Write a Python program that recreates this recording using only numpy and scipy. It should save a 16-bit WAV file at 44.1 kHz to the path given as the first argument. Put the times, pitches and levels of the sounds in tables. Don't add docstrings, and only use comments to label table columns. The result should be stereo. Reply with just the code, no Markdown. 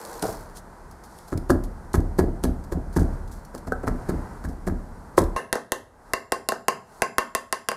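import sys
import numpy as np
from scipy import signal
from scipy.io import wavfile
from scipy.ndimage import uniform_filter1d

SR = 44100
rng = np.random.default_rng(int(sys.argv[2]) if len(sys.argv) > 2 else 0)


def generate_wav(sig):
    pcm = np.round(np.clip(np.atleast_2d(sig).T, -1, 1) * 32767).astype(np.int16)
    wavfile.write(sys.argv[1], SR, pcm)


def volts_from_decibels(level):
    exponent = np.asarray(level, float) / 20
    return 10 ** exponent


N = 342255
SCENE_CHANGE_S = 5.363
RUSH_S = 0.228
TAP_CUT_HZ = 12000


def at_hz(points, hz):
    log_hz, values = np.log(np.array(points)[:, 0]), np.array(points)[:, 1]
    return np.interp(np.log(hz), log_hz, values)


def clicks(s, db):
    train = np.full(N, 1e-18)
    places = np.round(np.asarray(s) * SR).astype(int)
    np.add.at(train, np.minimum(places, N - 1), volts_from_decibels(db))
    return train


def ring(x, hz, t60):
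    r = volts_from_decibels(-60 / (t60 * SR))
    w = 2 * np.pi * hz / SR
    return signal.lfilter([0, np.sin(w)], [1, -2 * r * np.cos(w), r * r], x)


def strike(s, db, modes, spread_db, scatter_s):
    luck = rng.standard_normal((len(s), 2, len(modes)))
    total = 0
    for k, (hz, level_db, t60) in enumerate(modes):
        start = s + scatter_s * abs(luck[:, 1, k])
        strength_db = db + level_db + spread_db * luck[:, 0, k]
        total = total + ring(clicks(start, strength_db), hz, t60) * (-1) ** k
    return total


def soften(x, cut_hz):
    return signal.sosfilt(signal.butter(2, cut_hz, fs=SR, output="sos"), x)


# frequency in Hz, likeness (1 = the same)
LIKENESS = [(40, 0.78), (250, 0.98), (1000, 0.89), (2500, 0.85), (5000, 0.64), (9000, 0.75), (14000, 0.1)]


def bands(low_hz, high_hz, size):
    white = rng.standard_normal((2, 2, size))
    edges = 25 * 2 ** np.arange(0, 9.5, 1 / 3)
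    for k, (low, high) in enumerate(zip(edges, edges[1:])):
        if low_hz < high and low < high_hz:
            band_pass = signal.butter(2, [low, high], "band", fs=SR, output="sos")
            mid, side = signal.sosfilt(band_pass, white[k % 2])
            alike = np.clip(at_hz(LIKENESS, low), 0, 1)
            stereo = np.sqrt(1 + alike) * mid + np.sqrt(1 - alike) * side * [[1], [-1]]
            yield np.sqrt(low * high), stereo


def noise(spectrum):
    out = sum(volts_from_decibels(at_hz(spectrum, hz)) * band for hz, band in bands(spectrum[0][0], spectrum[-1][0], size=N))
    return out / out.std()


def bursts(s, db, length_s):
    out = np.zeros(N)
    for start, level_db, span in zip(s, db, length_s):
        first = round(start * SR)
        fall = out[first:first + SR // 2]
        fall += volts_from_decibels(level_db - 20 * np.arange(len(fall)) / SR / max(span, .001))
    return out


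def swell(middle_s, length_s, db):
    place = (np.arange(N) / SR - middle_s) / length_s
    return volts_from_decibels(db) * np.cos(np.pi * np.clip(place, -.5, .5)) ** 2


def grit(per_s, size_db):
    lumps = (rng.random(N) < per_s / SR) * volts_from_decibels(size_db * np.minimum(rng.exponential(1, N), 4))
    lumps = signal.lfilter([1], [1, -.96], lumps) + 2.1
    return lumps / np.sqrt(np.mean(lumps ** 2))


# frequency in Hz, time to fall 60 dB in seconds
ROOM_T60 = [(60, 1), (300, 0.3), (1000, 0.25), (2800, 0.2), (8000, 0.17), (15000, 0.2)]


def room(x):
    t = np.arange(SR // 2) / SR
    late_db, late_stretch = -13, 2.68
    tail = 0
    for hz, band in bands(40, 16000, size=len(t)):
        fall_db = -60 * t / at_hz(ROOM_T60, hz)
        tail = tail + band * (volts_from_decibels(fall_db) + volts_from_decibels(late_db + fall_db / late_stretch))
    tail = tail * np.minimum(t / 0.0015, 1)
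    tail = tail / np.sqrt(np.sum(tail ** 2) / 2)
    return signal.fftconvolve(x, tail, axes=1)[:, :N]


def shaking(rest_db, shake_db, swell_s, fall_s):
    t = np.arange(N) / SR
    ramming = t < SCENE_CHANGE_S
    out = volts_from_decibels(rest_db - 4 * (t > SCENE_CHANGE_S))
    lump = (RUSH_S, -28)
    for at, bench_db in [lump] + [(row[0], row[3]) for row in RAMS]:
        rise = np.clip((t - at) / swell_s, 0, 1)
        out += ramming * rise * volts_from_decibels(bench_db + shake_db - 20 * np.maximum(t - at, 0) / fall_s)
    return out


# frequency in Hz, level in dB per Hz
FAN = [(180, -57), (300, 1), (680, 2), (935, 5), (1020, -1.5), (1560, -2), (1730, -7.5), (1980, -19),
       (3000, -82), (3900, -66), (6600, -120)]
AIR_HISS = [(2000, -30), (2800, -17), (3500, -9), (4300, -1), (7000, -2), (10500, -1), (12500, -10),
            (15500, -15), (16500, -22)]
FLOOR_RUMBLE = [(22, 8), (36, 10), (50, -2.5), (70, 1.5), (120, -10.5), (160, -13)]
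BOX_DRONE = [(100, 2.5), (140, 5), (200, 10), (300, 0), (420, -3)]
LOOSE_BOARDS = [(30, -11), (60, 3), (110, 1), (200, -10.5), (400, -15), (800, -13)]
# middle in seconds, length in seconds, dull part in dB, bright part in dB
SLEEVE = [
    (0.574, 0.07, -74, -48.5),
    (1.18, .35, -73, -64),
    (3.074, 0.42, -52.5, -70),
    (4.145, 0.86, -48.5, -66.5),
    (6.938, 0.29, -52.5, -57.5),
]


def background(pour_db):
    fan_db = -50
    dull = sum(swell(middle_s, length_s, dull_db) for middle_s, length_s, dull_db, _ in SLEEVE)
    bright = sum(swell(middle_s, length_s, bright_db) for middle_s, length_s, _, bright_db in SLEEVE)
    air = (volts_from_decibels(fan_db) + volts_from_decibels(pour_db + 2) + dull) * noise(FAN)
    air += (volts_from_decibels(fan_db - 15) + bright) * noise(AIR_HISS)
    air += shaking(rest_db=-84, shake_db=-13, swell_s=0.024, fall_s=0.25) * noise(LOOSE_BOARDS)
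    air += shaking(rest_db=-50, shake_db=-16.5, swell_s=0.15, fall_s=0.59) * noise(FLOOR_RUMBLE)
    air += shaking(rest_db=-54, shake_db=-29, swell_s=0.01, fall_s=0.55) * noise(BOX_DRONE)
    return air


def ducking():
    depth_db, hold_s, recover_db_per_s = 17.5, 0.07, 57
    t = np.arange(N) / SR
    taps_s = np.array(sorted(row[0] for row in ALL_TAPS))
    latest_s = np.append(-N, taps_s)[np.searchsorted(taps_s, t)]
    drop_db = np.clip(depth_db - recover_db_per_s * (t - latest_s - hold_s), 0, depth_db)
    drop_db = drop_db * (t > SCENE_CHANGE_S)
    return volts_from_decibels(-uniform_filter1d(drop_db, size=400))


def pour():
    t = np.arange(N) / SR
    slide_db = -48.5 - 4 * t
    rush_db = -38.5 - 95 * (t - RUSH_S)
    return np.where(t < RUSH_S, slide_db, rush_db)


# start in seconds, level in dB
SCOOP_DUMP = [(.224, -27), (.236, -26.5), (0.253, -29.5), (0.286, -30)]
# frequency in Hz, level in dB, time to fall 60 dB in seconds
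SCOOP = [(111, -12.5, 0.13), (196, -2.5, 0.07), (315, 3, 0.07), (447, 5.5, 0.033), (655, 4.5, 0.067),
         (750, -2, 0.055), (1000, -16, 0.025), (1460, -3, 0.02)]


def scoop(pour_db):
    hum = ring(rng.standard_normal(N), 475, 0.17)
    hum_gain = volts_from_decibels(pour_db - 1.5) + swell(.15, 0.094, -42)
    lump = strike(*np.transpose(SCOOP_DUMP), SCOOP, 2.5, 0.00294)
    return soften(lump, 2100) + hum_gain * hum / hum.std()


# start in seconds, peak in dB, length in seconds
CRUMBS = [(0.223, -31, 0.0046), (0.9113, -49.5, 0.021), (1.038, -47.5, 0.036), (1.181, -51, 0.027),
          (1.276, -51, 0.075), (1.375, -35.5, 0.01), (1.637, -40, 0.017), (1.932, -41, 0.032),
          (2.004, -47.5, 0.0089), (2.639, -49.5, 0.02), (2.928, -48.5, 0.039), (2.9926, -42, 0.049),
          (3.13, -56, 0.021), (3.275, -55.5, 0.031), (3.314, -49, 0.095), (3.449, -50, 0.014),
          (3.577, -48, 0.024), (3.719, -49.5, 0.021), (4.486, -51.5, 0.051), (5.2055, -35, 0.004),
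          (5.218, -30, 0.0032), (5.238, -34, 0.0035), (5.24, -48, 0.004)]
# start in seconds, peak in dB
TICKS = [(0.05, -28), (0.2259, -11.5), (0.5715, -25), (1.188, -29.5), (2.4382, -11.5), (2.9282, -40)]


def loose_sand(sand, crunch, pour_db):
    crumbling = (crunch + bursts(*np.transpose(CRUMBS))) * grit(per_s=960, size_db=5.5) * sand
    pouring = volts_from_decibels(pour_db) * grit(per_s=1700, size_db=5.5) * sand
    snap_s, snap_db = np.transpose(TICKS)
    snaps = strike(snap_s, snap_db - 9, CRACK, 0.96, 0)
    return crumbling + pouring + soften(snaps, TAP_CUT_HZ)


# start in seconds, thud peak in dB, thud pitch in Hz, bench level in dB,
# edge in dB (how hard the wood meets packed sand)
RAMS = [(1.323, -21.5, 319, -22.5, -41.5), (1.497, -11.5, 355, -18.5, -26.5),
        (1.941, -18, 312, -15.5, -28.5), (2.186, -12.5, 361, -15, -27.5), (2.437, -18, 280, -18.5, -30),
        (2.719, -23.5, 304, -19.5, -36.5), (2.963, -18, 311, -13.5, -30), (3.544, -32.5, 464, -51, -42),
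        (3.671, -28, 250, -26, -40.5), (3.834, -28, 446, -26.5, -46.5), (3.871, -22, 248, -23, -34),
        (4.088, -18.5, 315, -21.5, -33.5), (4.441, -32, 277, -26, -40.5), (4.669, -20.5, 290, -21.5, -34.5),
        (5.177, -22.5, 338, -17.5, -21)]
# seconds after the blow, level in dB
JOLTS = [
    (0, -6),
    (.004, -2),
    (.011, -5),
    (.018, -9),
]
# seconds after the blow, level in dB
REBOUNDS = [
    (.035, -12.5),
    (.09, -9.5),
]
# start in seconds, peak in dB
PIPE_KNOCKS = [
    (3.7211, -8.5),
    (3.8355, -23),
]
# start in seconds, peak in dB
RIM_HITS = [
    (5.179, -9.5),
    (5.19, -28),
    (5.205, -33),
]
# frequency in Hz, level in dB, time to fall 60 dB in seconds
BOX = [(194.4, 8, 0.043), (260, 6.5, 0.1), (349, 9, 0.041), (433, -2.5, 0.032), (524, 5, 0.019),
       (636.4, -9, 0.098)]
WOOD_KNOCK = [(674, 4.5, 0.017), (909, 5, 0.012), (1282, 9, 0.0075), (1645, -0.5, 0.02),
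              (1920, -0.5, 0.0088)]
BENCH = [(34, -5, 0.62), (37.7, -5.5, 0.26), (54.6, -2.5, 0.096), (64.9, -6, 0.32), (72.6, -2, 0.21),
         (89, -4, 0.12), (95.5, -6.5, 0.15), (163, -11.5, 0.23), (176, -8, 0.15)]
PIPE = [(464, -0.5, .02), (615, -6.5, 0.032), (760, -11, .08), (1344, -6, 0.043), (1310, -16, 0.1),
        (1513, -8.5, 0.093), (1590, -6.5, 0.071)]
RIM = [(352, 3, 0.039), (510, 1, 0.039), (590, 0, 0.035), (1020, 8, 0.017), (1660, 4.5, 0.0056)]


def rammer():
    s, thud_db, thud_hz, bench_db, edge_db = np.transpose(RAMS)
    knock_db = edge_db + 0.29 * (thud_db - edge_db) - 6
    thud = 0
    for at, db, hz in zip(s, thud_db, thud_hz):
        thud = thud + ring(clicks([at, at + 0.0054], [db, db + 6]), hz, 0.032)
    for at, db, hz in zip(s + 0.05, bench_db - 1.5, thud_hz):
        thud = thud + ring(clicks([at, at + 0.00442], [db - 4.5, db + 3]), hz, 0.03)

    steps = JOLTS + REBOUNDS
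    uneven = np.exp(0.22 * rng.standard_normal((len(s), len(steps))))
    hits = [(s + lag_s * uneven[:, k], step_db) for k, (lag_s, step_db) in enumerate(steps)]
    jolts = hits[:len(JOLTS)]
    box = sum(strike(at, thud_db + db - 11.5, BOX, 0, 0.001544) for at, db in hits)
    knock = sum(strike(at, knock_db + db + 3.5, WOOD_KNOCK, 5.5, 0.001087) for at, db in jolts)
    knock += strike(*np.transpose(RIM_HITS), RIM, 1.7, 0.00074)
    bench = strike(s, bench_db - 4.5, BENCH, 1.9, 0.0042)
    bench += strike(s + 0.02955, bench_db, BENCH, 1.06, 0.0046)
    pipe_s, pipe_db = np.transpose(PIPE_KNOCKS)
    pipe = strike(pipe_s, pipe_db - 6, PIPE, 1.7, 0.00035)

    crunch = sum(bursts(at, edge_db - 7.5 + 2.33 * db, np.full(len(s), .01)) for at, db in jolts)
    sink_s = 0.036
    crunch += sum(swell(at + sink_s / 5, sink_s, db - 11) for at, db in zip(s, edge_db))
    wood = soften(thud + box, 1330) + soften(knock, 1700) + soften(pipe, 1380)
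    return wood, soften(bench, 560), crunch


# start in seconds, snap peak in dB, slap in dB, ring in dB, low push into the bench in dB
TAPS = [(5.528, -1, -22.5, -28.5, -16), (5.72, -6, -24, -25, -33), (6.135, -14, -23.5, -19.5, -21),
        (6.321, -15, -21, -21.5, -34), (6.488, -13, -24.5, -22, -44), (6.683, -4.5, -21, -18.5, -53),
        (7.02, -5, -19.5, -16, -16), (7.183, -9, -21, -16, -16), (7.35, -11, -25, -21, -26),
        (7.526, -10, -27, -22.5, -48), (7.687, -3.5, -26.5, -23.5, -27)]
TAIL_TAP = [(5.354, -3, -19.5, -17.5, -44)]
BOUNCES = [
    (5.555, -15, -24.5, -44, -45),
    (6.521, -11, -24.5, -51, -52),
    (7.716, -12, -30.5, -31, -50),
]
ALL_TAPS = TAIL_TAP + TAPS + BOUNCES
# frequency in Hz, level in dB, time to fall 60 dB in seconds
SNAP = [(1134, -3.5, 0.0054), (1417, 8, 0.0027), (1814, -0.5, 0.0055)]
SLAP = [(142, -11, 0.022), (248, -8, 0.039), (420, -7, 0.01), (700, -8, 0.0041)]
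CRACK = [(3240, 0.5, 0.0017), (4160, 4.5, 0.0017), (5670, 8, 0.0011), (6320, 4.5, 0.0024),
         (8490, 2.5, 0.0012), (10110, 5.5, 0.0024), (13000, 9, 0.00053), (14400, -7, 0.0022)]
ROD = [(970, -5, 0.055), (1053, -9, 0.16), (1075, -5, 0.12), (1266, -12, 0.042), (1553, 2.5, 0.011),
       (1784, -4, 0.03), (2050, -0.5, 0.017), (2680, -9.5, 0.046), (2768, -14.5, 0.098), (2810, -9, 0.026),
       (3270, -21, 0.018)]
PLATE = [(396.6, 1, 0.05), (507, 3.5, 0.03), (662.5, 3.5, 0.044), (824, 2.5, 0.016)]
FITTINGS = [(4700, -30, .12), (4790, -30, .16), (4870, -30, .14), (4945, -33, .25), (7280, -39, .6)]
# frequency in Hz, level in dB per Hz
SHUDDER = [(250, -25), (450, 3.5), (1000, 1.5), (2050, -16), (2400, -36), (3300, -41), (5000, -16),
           (12000, -29)]


def rod(sand):
    s, snap_db, slap_db, ring_db, push_db = np.transpose(ALL_TAPS)
    is_tap = np.arange(len(s)) < len(s) - len(BOUNCES)
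    crack_db = np.where(is_tap, -19, -33)
    contact = strike(s, snap_db - 3, SNAP, 1.2, 0)
    contact += strike(s + .0005, slap_db + 3, SLAP, 1.2, 0)
    contact += strike(s, crack_db + 6, CRACK, 1.5, 0)
    contact += volts_from_decibels(-11.5) * np.roll(contact, round(0.0038 * SR))

    rings = strike(s, ring_db, ROD, 1.5, .0005)
    near = (s > 6.0) & is_tap
    rings += strike(s[near], np.full(near.sum(), -16), FITTINGS, 2.5, .0005)
    rings += strike(s, slap_db - 1, PLATE, 1.5, 0.0003)

    grains = bursts(s, crack_db - 6.5, np.full(len(s), .005)) * sand
    grains += bursts(s, slap_db - 9.5, np.full(len(s), 0.069)) * noise(SHUDDER)
    push = [(71, 0, 0.0086)]   # (Hz, dB, t60 s)
    grains += strike(s, push_db + 0.5, push, 0, 0)
    to_walls = soften(volts_from_decibels(-8.5) * contact + volts_from_decibels(-9.5) * rings, 8000)
    return soften(contact + grains, TAP_CUT_HZ) + rings + room(to_walls[None])


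# frequency in Hz, level in dB per Hz
SAND = [(1470, -10), (2500, -0.5), (3210, -19.5), (3720, 4.5), (10400, 4), (12500, 1), (14800, -5),
        (16000, -17)]


def scene():
    pour_db = pour()
    sand = noise(SAND)
    wood, bench, crunch = rammer()
    thumps = wood + loose_sand(sand, crunch, pour_db) + scoop(pour_db)
    thumps = thumps + bench + room(volts_from_decibels(-10.5) * thumps + volts_from_decibels(-23.5) * bench)
    blows = np.where(np.arange(N) < SCENE_CHANGE_S * SR, thumps, rod(sand))
    return (blows + background(pour_db) * ducking()) * volts_from_decibels([[.3], [-.3]])


def top_cut(x):
    return signal.sosfilt(signal.butter(12, 17010, fs=SR, output="sos"), x)


def record(dry):
    x = signal.sosfilt(signal.butter(2, 26, "high", fs=SR, output="sos"), dry)
    limited = 1.712 * np.tanh(x / 1.494)
    mix = signal.sosfilt(signal.cheby2(8, 40, 16400, fs=SR, output="sos"), limited)
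    return top_cut(mix)


dry = scene()
out = record(dry)
generate_wav(out)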